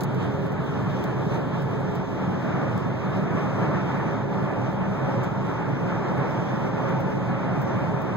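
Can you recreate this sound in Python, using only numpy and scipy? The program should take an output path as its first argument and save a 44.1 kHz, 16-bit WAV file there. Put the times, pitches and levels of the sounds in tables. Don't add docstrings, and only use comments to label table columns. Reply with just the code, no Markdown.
import sys
import numpy as np
from scipy import signal
from scipy.fft import rfft, irfft, next_fast_len
from scipy.io import wavfile
from scipy.ndimage import uniform_filter1d, map_coordinates

SR = 44100
rng = np.random.default_rng(int(sys.argv[2]) if len(sys.argv) > 2 else 0)


def persist_wave(psi):
    counts = np.round(np.clip(psi, -1, 1) * 32767).astype(np.int16)
    wavfile.write(sys.argv[1], SR, np.atleast_2d(counts).T)


def field_ratio(decibels):
    return 10 ** (np.asarray(decibels, dtype=float) / 20)


N = 359856
TOP_HZ = 15800


def unit(x):
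    return x / np.sqrt(np.mean(x ** 2) + 1e-20)


def along(points, hz):
    f, *cols = np.transpose(points)
    return [np.interp(np.log(hz + 1), np.log(f), c) for c in cols]


def curves(rows):
    s, *cols = np.transpose(rows)
    return [np.interp(np.arange(N) / SR, s, c) for c in cols]


def bumps(rows):
    t = np.arange(N) / SR
    return sum(db * np.exp(-((t - s) / length) ** 2) for s, db, length in rows)


def wobble(rate):
    knots = rng.standard_normal(int(N * rate / SR) + 4)
    return map_coordinates(knots, [np.arange(N) * rate / SR])


# f/Hz, difference over sum level/dB, in-step likeness, quarter-turn likeness
PORT_FIELD = [(50, -17, -.6, .2), (110, -27.5, 0.49, -0.53), (180, -16, 0.96, -0.18),
              (260, -8.5, 0.48, -0.34), (400, -6.5, -0.3, -0.083), (600, -7, -0.45, -.1),
              (770, -5, .1, -0.085), (1150, 1, -0.75, -0.045), (1890, 1.5, -0.31, 0.038),
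              (2710, -4, 0.21, -0.11), (3700, 3, 0.54, 0), (5000, -2.5, .1, 0), (6300, 0.5, .45, 0.051),
              (12000, 0, -0.66, 0.061)]


def field(gain, patchy_db):
    z = signal.stft(rng.standard_normal((2, N)), nperseg=512)[2]
    patches = uniform_filter1d(rng.standard_normal(z.shape[1:]), size=6, axis=0)
    patches = uniform_filter1d(patches, size=12, axis=1)
    patchy = signal.istft(z * field_ratio(patchy_db * unit(patches)), nperseg=512)[1]
    m = next_fast_len(N + 8192)
    a, b = rfft(patchy, m)
    hz = np.fft.rfftfreq(m, 1 / SR)
    apart_db, in_step, quarter = along(PORT_FIELD, hz)
    alike = in_step + 1j * quarter
    unlike = np.sqrt(np.clip(1 - abs(alike) ** 2, 0, 1))
    other = field_ratio(apart_db) * (alike * a + unlike * b)
    pair = irfft(gain(hz) * np.array([a, other]), m)[:, :N]
    return pair / np.std(pair[0])


def coloured(table, patchy_db):
    return field(lambda hz: field_ratio(along(table, hz)[0]), patchy_db)


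def tone(hz, db, apart_db, drift_hz, sign=1):
    turn = 2 * np.pi * np.cumsum(hz + drift_hz * wobble(6)) / SR + rng.uniform(0, 2 * np.pi)
    ports = np.sqrt(2) * np.array([[1], [sign * field_ratio(apart_db)]])
    return field_ratio(db) * np.sin(turn) * ports


# t/s, share of walls
TUNNEL = [
    (0, 0.018),
    (1.1, 0.065),
    (2.2, 0.55),
    (8.16, 0.83),
]


def between_walls(open_db, walled_db):
    share, = curves(TUNNEL)
    return open_db + share * (walled_db - open_db)


# t/s, roar level/dB
SURFACE_ROUGHNESS = [(0, -33.5), (.5, -34), (1.1, -32.5), (1.5, -34), (2.1, -33), (2.6, -30.5), (2.95, -33),
                     (3.35, -30.5), (3.95, -31), (4.3, -31), (4.8, -32), (5.15, -31.5), (5.4, -31.5),
                     (6.05, -30.5), (6.9, -31), (7.3, -32.5), (7.7, -30), (8.16, -33.5)]


def surface():
    db, = curves(SURFACE_ROUGHNESS)
    return db.mean(), db - db.mean()


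# t/s, level/dB, length/s
BODY_HEAVES = [(.16, -3, .05), (.27, 4, 0.037), (.41, 3, 0.036), (.48, -2, 0.036), (1.05, -1.5, .15),
               (1.5, -1.5, .15), (1.95, 1.5, 0.055), (2.06, -2, .06), (2.26, 5.5, 0.056), (2.6, -0.5, .15),
               (3.3, 1.5, 0.22), (4.39, 2.5, 0.046), (4.6, -0.5, .1), (5.2, 2, .1), (5.33, -1, 0.032),
               (5.9, 0.5, .15), (6.4, -1, .1), (6.75, -3.5, .07), (7.1, 1, .1), (7.65, .7, .12)]


def heave():
    return bumps(BODY_HEAVES)


# f/Hz, level/dB
BOOM_COLOUR = [(20, -15), (38, -18.5), (48, -22), (62, -9.5), (85, -6), (105, 4.5), (125, 7), (150, 4),
               (190, 1.5), (215, -6), (260, -11), (400, -54.5), (900, -120)]


def body_boom():
    swing_db = surface()[1]
    arch_lull_db = bumps([(2.29, 3.5, 0.28)])
    db = -21 - arch_lull_db + 0.6 * heave() + 0.24 * swing_db
    return field_ratio(db) * coloured(BOOM_COLOUR, patchy_db=1.0)


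# f/Hz, level/dB
ROAR_COLOUR = [(150, -53.5), (215, -3), (330, -3), (450, -10.5), (620, -10), (780, -13), (1000, -16),
               (1250, -18), (1470, -20.5), (1620, -24), (1900, -26.5), (2300, -29), (2800, -31.5),
               (4000, -86.5), (7000, -120)]


def tyre_roar():
    mean_db, swing_db = surface()
    return field_ratio(mean_db + swing_db + 0.6 * wobble(7)) * coloured(ROAR_COLOUR, patchy_db=0.5)


# f/Hz, width f/Hz, open road level/dB, tunnel level/dB, share of groove song
TREAD_TONES = [
    (407, 94, -37.5, -44.5, .1),
    (547, 34, -49, -43.5, .3),
    (883, 78, -50.5, -47.5, 0.75),
    (1721, 107, -57, -58.5, 0.3),
]
# t/s, level/dB
GROOVE_SONG = [(0, -4), (.6, -1.5), (1.0, 5), (1.32, 7), (1.55, 3.5), (2.2, 2), (3.0, -4), (4.2, 3.5),
               (4.6, 2.5), (5.1, 2), (6.2, 6), (7.0, 4.5), (8.16, 1)]
# t/s, level/dB, length/s
CAVITY_SWELLS = [
    (.5, 4, .3),
    (1.6, 1.5, .3),
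    (3.4, 0.5, 0.22),
    (4.4, 3, .15),
    (5.17, 11.5, 0.11),
    (6.1, 4.5, .25),
    (7.0, 3, .3),
    (7.8, 0, .4),
]


def tread_tones():
    song_db, = curves(GROOVE_SONG)
    tones = 0
    for centre_hz, width_hz, open_db, walled_db, share in TREAD_TONES:
        db = between_walls(open_db, walled_db) + share * song_db
        if abs(centre_hz - 546) < 50:
            db = db + bumps(CAVITY_SWELLS)
        band = lambda hz: 1 / (1 + ((hz - centre_hz) / (width_hz / 2)) ** 2)
        tones = tones + field_ratio(db + 1.2 * wobble(3)) * field(band, patchy_db=0.4)
    return tones


# f/Hz, level/dB
GLASS_HISS = [(900, -92), (1800, -29), (2600, -1.5), (3200, -2), (3800, -5.5), (4300, -12), (5500, -20.5),
              (8000, -92.5)]
MIRROR_RUSH = [(2500, -88.5), (3600, -31), (4500, -11), (5200, 2.5), (6000, -0.5), (6700, -5), (7200, -11),
               (8500, -30), (11000, -91)]
SEAL_FIZZ = [(4000, -91), (6000, -24), (7200, -1.5), (8300, -2.5), (9000, -5.5), (10300, -8), (12000, -9),
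             (13500, -7.5), (15000, -3.5), (15700, -4.5)]
# t/s, level/dB, length/s
AIR_PUFFS = [(0.228, 5.5, 0.036), (1.014, 0.5, 0.056), (1.33, 2, 0.081), (2, 2, 0.56), (4.83, 0, .05),
             (4.55, -1.5, .1), (3.45, 0, .06), (6.7, 2, 0.11), (6.28, 2.5, .06), (0.86, -2, .04),
             (.75, 2.5, .07), (8.1, 1, .06)]


def wind():
    swing_db = surface()[1]
    gust_db = 0.8 * wobble(11) + 0.3 * wobble(5) + bumps(AIR_PUFFS)
    hiss_db = between_walls(-57, -59.5) + 0.44 * swing_db + 0.7 * gust_db
    rush_db = between_walls(-65.5, -65.5) + 0.82 * swing_db + gust_db
    fizz_db = between_walls(-70, -73.5) + 0.58 * swing_db + 0.7 * gust_db + wobble(25)
    hiss = field_ratio(hiss_db) * coloured(GLASS_HISS, patchy_db=0.87)
    rush = field_ratio(rush_db) * coloured(MIRROR_RUSH, patchy_db=1.5)
    fizz_gain = lambda hz: field_ratio(along(SEAL_FIZZ, hz)[0]) * (hz < TOP_HZ)
    return hiss + rush + field_ratio(fizz_db) * field(fizz_gain, patchy_db=1.1)


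def buffet(pair):
    band = signal.butter(1, (800, 4500), "band", fs=SR, output="sos")
    middle = signal.sosfiltfilt(band, pair)
    shake_db = 1.1 * unit(wobble(9) + wobble(18))
    return pair + (field_ratio(shake_db) - 1) * middle


# t/s, shaft turn rate f/Hz
SHAFT_SPEED = [(0, 19.2), (4, 19.5), (8.16, 19.25)]
# multiple, open road level/dB, tunnel level/dB, port difference level/dB
SHAFT_ORDERS = [(4, -41, -51.5, -29), (5, -39, -44.5, -22), (6, -34, -39.5, -27), (7, -26, -29.5, -23),
                (7.75, -34.5, -38, -19), (9.45, -43.5, -35.5, -15), (10, -36.5, -30.5, -18.5),
                (14.4, -41.5, -46.5, -5.5)]
# start t/s, end t/s, f/Hz, level/dB, port difference
# level/dB
EXHAUST_DRONES = [
    (0.2, 4.63, 174, -33.5, -19),
    (4.7, 8.6, 172, -31, -17),
    (2.5, 2.96, 490, -38, -5),
    (6.6, 9.3, 232.5, -44, -9),
]


def drivetrain():
    shaft_hz, = curves(SHAFT_SPEED)
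    hum = 0
    for multiple, open_db, walled_db, apart_db in SHAFT_ORDERS:
        db = between_walls(open_db, walled_db) + 2.1 * wobble(9)
        hum = hum + tone(multiple * shaft_hz, db, apart_db, drift_hz=2.3)
    firing = tone(49.05, -37 + 2.4 * wobble(5), -22, drift_hz=0.5, sign=-1)
    t = np.arange(N) / SR
    swell_s = 0.76
    for start, end, hz, db, apart_db in EXHAUST_DRONES:
        swell = np.clip(np.minimum(t - start, end - t) / swell_s, 0, 1)
        hum = hum + swell * tone(hz, db + 1.84 * wobble(5), apart_db, drift_hz=1.365)
    return field_ratio(heave()) * hum + firing


# t/s, top peak level/dB, bright part level/dB, dull part level/dB, 60 dB decay t/s
TRIM_TICKS = [
    (0.0064, -50, 3, 11, 0.079),
    (0.0338, -39.5, 0, 2.5, 0.04),
    (1.039, -42, -7, 1, 0.03),
    (1.951, -53, -6, 5, 0.085),
    (5.2333, -57, 1, 10.5, 0.065),
    (5.241, -60, 0, 13, 0.04),
    (7.002, -51.5, -8, -1, 0.04),
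    (7.6166, -49, -14, -5, 0.1),
    (8.0167, -53, -12, -1, 0.069),
]
# t/s, peak level/dB
TRIM_SOFT_TICKS = [(0.1451, -49), (0.4618, -55), (0.52, -50), (0.598, -61), (0.6419, -57), (1.6197, -53),
                   (1.709, -55.5), (3.166, -54.5), (3.9389, -60), (5.5146, -57.5), (5.689, -56), (6.178, -53),
                   (6.8902, -54), (7.1033, -57)]


def dashboard():
    out, t = np.zeros((2, N + SR)), np.arange(SR // 8) / SR
    bands = [3000, 7500], [7000, 13000], [13000, 17000]
    low, mid, top = [signal.butter(3, edges, "band", fs=SR, output="sos") for edges in bands]
    soft_ticks = [(s, db - 3.5, -7, 1, 0.07) for s, db in TRIM_SOFT_TICKS]
    for s, db, bright_db, dull_db, t60 in TRIM_TICKS + soft_ticks:
        decay = field_ratio(-60 * t / t60) + 0.87 * field_ratio(-60 * t / 0.0096)
        attack = 1 - np.exp(-t / 0.00051)
        burst = rng.standard_normal((2, len(t))) * decay * attack
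        dull = field_ratio(dull_db - 1.5) * signal.sosfilt(low, burst)
        bright = field_ratio(bright_db + 1.0) * signal.sosfilt(mid, burst)
        parts = dull + bright + signal.sosfilt(top, burst)
        out[:, round(s * SR):][:, :len(t)] += field_ratio(db) * parts
    return out[:, :N]


# t/s, level/dB, low edge f/Hz, high edge f/Hz, left
# minus right level/dB
SHARP_SNAPS = [(0.0356, -25, 13500, 17000, -1), (0.1456, -40, 11000, 17000, 0.1),
               (0.4618, -45, 11000, 17000, 0.1), (0.5197, -45, 6500, 14000, 0.1),
               (0.6595, -43, 13000, 17000, 0.1), (1.0403, -29, 14000, 17000, -2),
               (1.8053, -37, 7500, 15000, -14), (2.7782, -19.5, 3300, 4800, -7.5),
               (2.7778, -27, 14000, 17000, -7.5), (5.2335, -49, 7000, 17000, 0.1),
               (7.0024, -31, 13800, 17000, 0.1)]


def sharp_snaps():
    out = np.zeros((2, N + 256))
    for s, db, low_hz, high_hz, lean_db in SHARP_SNAPS:
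        high_pass = signal.butter(2, low_hz, "high", fs=SR, output="sos")
        click = signal.sosfilt(high_pass, signal.unit_impulse(256))
        click = signal.lfilter(*signal.butter(2, high_hz, fs=SR), click)
        sides = field_ratio(db + np.array([[lean_db / 2], [-lean_db / 2]]))
        out[:, round(s * SR):][:, :len(click)] += sides * click
    return out[:, :N]


def preamp_hiss():
    band = signal.butter(2, (2200, 4500), "band", fs=SR, output="sos")
    return field_ratio(-76) * unit(signal.sosfilt(band, rng.standard_normal((2, N))))


# f/Hz, level/dB
DROPOUT_MARGIN = [(1000, 29), (2300, 17), (2590, 12.3), (2840, 21), (4000, 11.5), (5200, 11.5), (5800, 15),
                  (7000, 16.0), (8500, 5.6), (12000, 7), (14000, 5), (15000, 7.5)]
# t/s, level/dB
NOTCH_DROPOUT = [(0, 6), (.58, 8), (.7, -.5), (2.0, .8), (2.7, -2.5), (2.95, 3), (3.9, .4), (4.7, -2),
                 (5.0, 3), (5.5, -.5), (6.3, 1.5), (7.0, 4), (8.16, 4.5)]


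def drop_faint_bands(pair):
    centre_sides = [pair[0] + pair[1], pair[0] - pair[1]]
    hz, t, z = signal.stft(centre_sides, SR, nperseg=2048, boundary="even")
    edges = np.r_[0:96:8, 96:144:12, 144, 160, 176, 196, 216, 240, 264, 292, 320:len(hz):16]
    bands = np.searchsorted(edges, np.arange(len(hz)), "right") - 1
    power = np.add.reduceat(abs(z) ** 2, edges, axis=1)[:, bands]
    total = power.sum(axis=0)
    usual = np.median(total, axis=1, keepdims=True)
    recent = field_ratio(uniform_filter1d(10 * np.log10(total + 1e-20), size=9, axis=1)) ** 2
    usual = np.sqrt(usual * recent)
    flicker = uniform_filter1d(rng.standard_normal((len(edges), z.shape[2])), size=3, axis=1)[bands]
    in_notch = ((hz > 5100) & (hz < 5700))[:, None]
    notch_db = np.interp(t, *np.transpose(NOTCH_DROPOUT)) * in_notch
    margin_db = along(DROPOUT_MARGIN, hz[edges][bands])[0][:, None]
    threshold = usual * field_ratio(2.5 * unit(flicker) + notch_db - margin_db) ** 2
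    treble = power[:, hz > 8000].sum(axis=(0, 1))
    sudden = treble > 2.3 * signal.medfilt(np.pad(treble, 7, "reflect"), 15)[7:-7]
    sudden[-3:] = False
    faint = (abs(z) ** 2 < 0.9 * power / 16) & (hz > 7000)[:, None]
    keep = ((power > threshold) & ~faint | sudden) * (hz < TOP_HZ)[:, None]
    mid, side = signal.istft(z * keep, SR, nperseg=2048)[1][:, :N]
    return np.array([mid + side, mid - side]) / 2


# t/s, level/dB, length/s
ROAD_PATCHES = [(.3, -1, 0.034), (.59, -1, .1), (1.0, 2, 0.043), (1.33, 2.5, 0.054), (1.55, 0.5, 0.015),
                (2.55, -1, 0.079), (2.8, 1.5, 0.095), (5.7, -0.5, .12), (2.05, -1.6, 0.074),
                (2.93, 0, 0.074), (3.17, 1, 0.043), (3.63, 2, 0.051), (3.75, 1, 0.038), (4.28, -1.5, 0.087),
                (4.4, 1, .05), (4.72, -0.7, 0.089), (5.2, 0.6, .08), (5.34, -2, 0.076), (6.34, -0.7, .15),
                (6.73, -1.5, .04), (7.22, -0.2, 0.15), (3.85, -0.4, 0.087), (7.35, -1.2, .06),
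                (7.79, -0.5, 0.11)]


def scene():
    rush = body_boom() + tyre_roar() + tread_tones() + wind()
    car = drivetrain() + dashboard()
    both, apart = field_ratio(bumps(ROAD_PATCHES)) * buffet(rush) + car
    return np.array([both + apart, both - apart])


def roll_off(x):
    return signal.sosfilt(signal.butter(12, 15800, fs=SR, output="sos"), x)


def record(dry):
    lag = 16
    late = np.pad(dry[::-1], ((0, 0), (lag, 0)), "edge")[:, :N]
    wide = dry - late + preamp_hiss() + sharp_snaps()
    mix = drop_faint_bands(wide)
    return roll_off(mix)


dry = scene()
out = record(dry)
persist_wave(out)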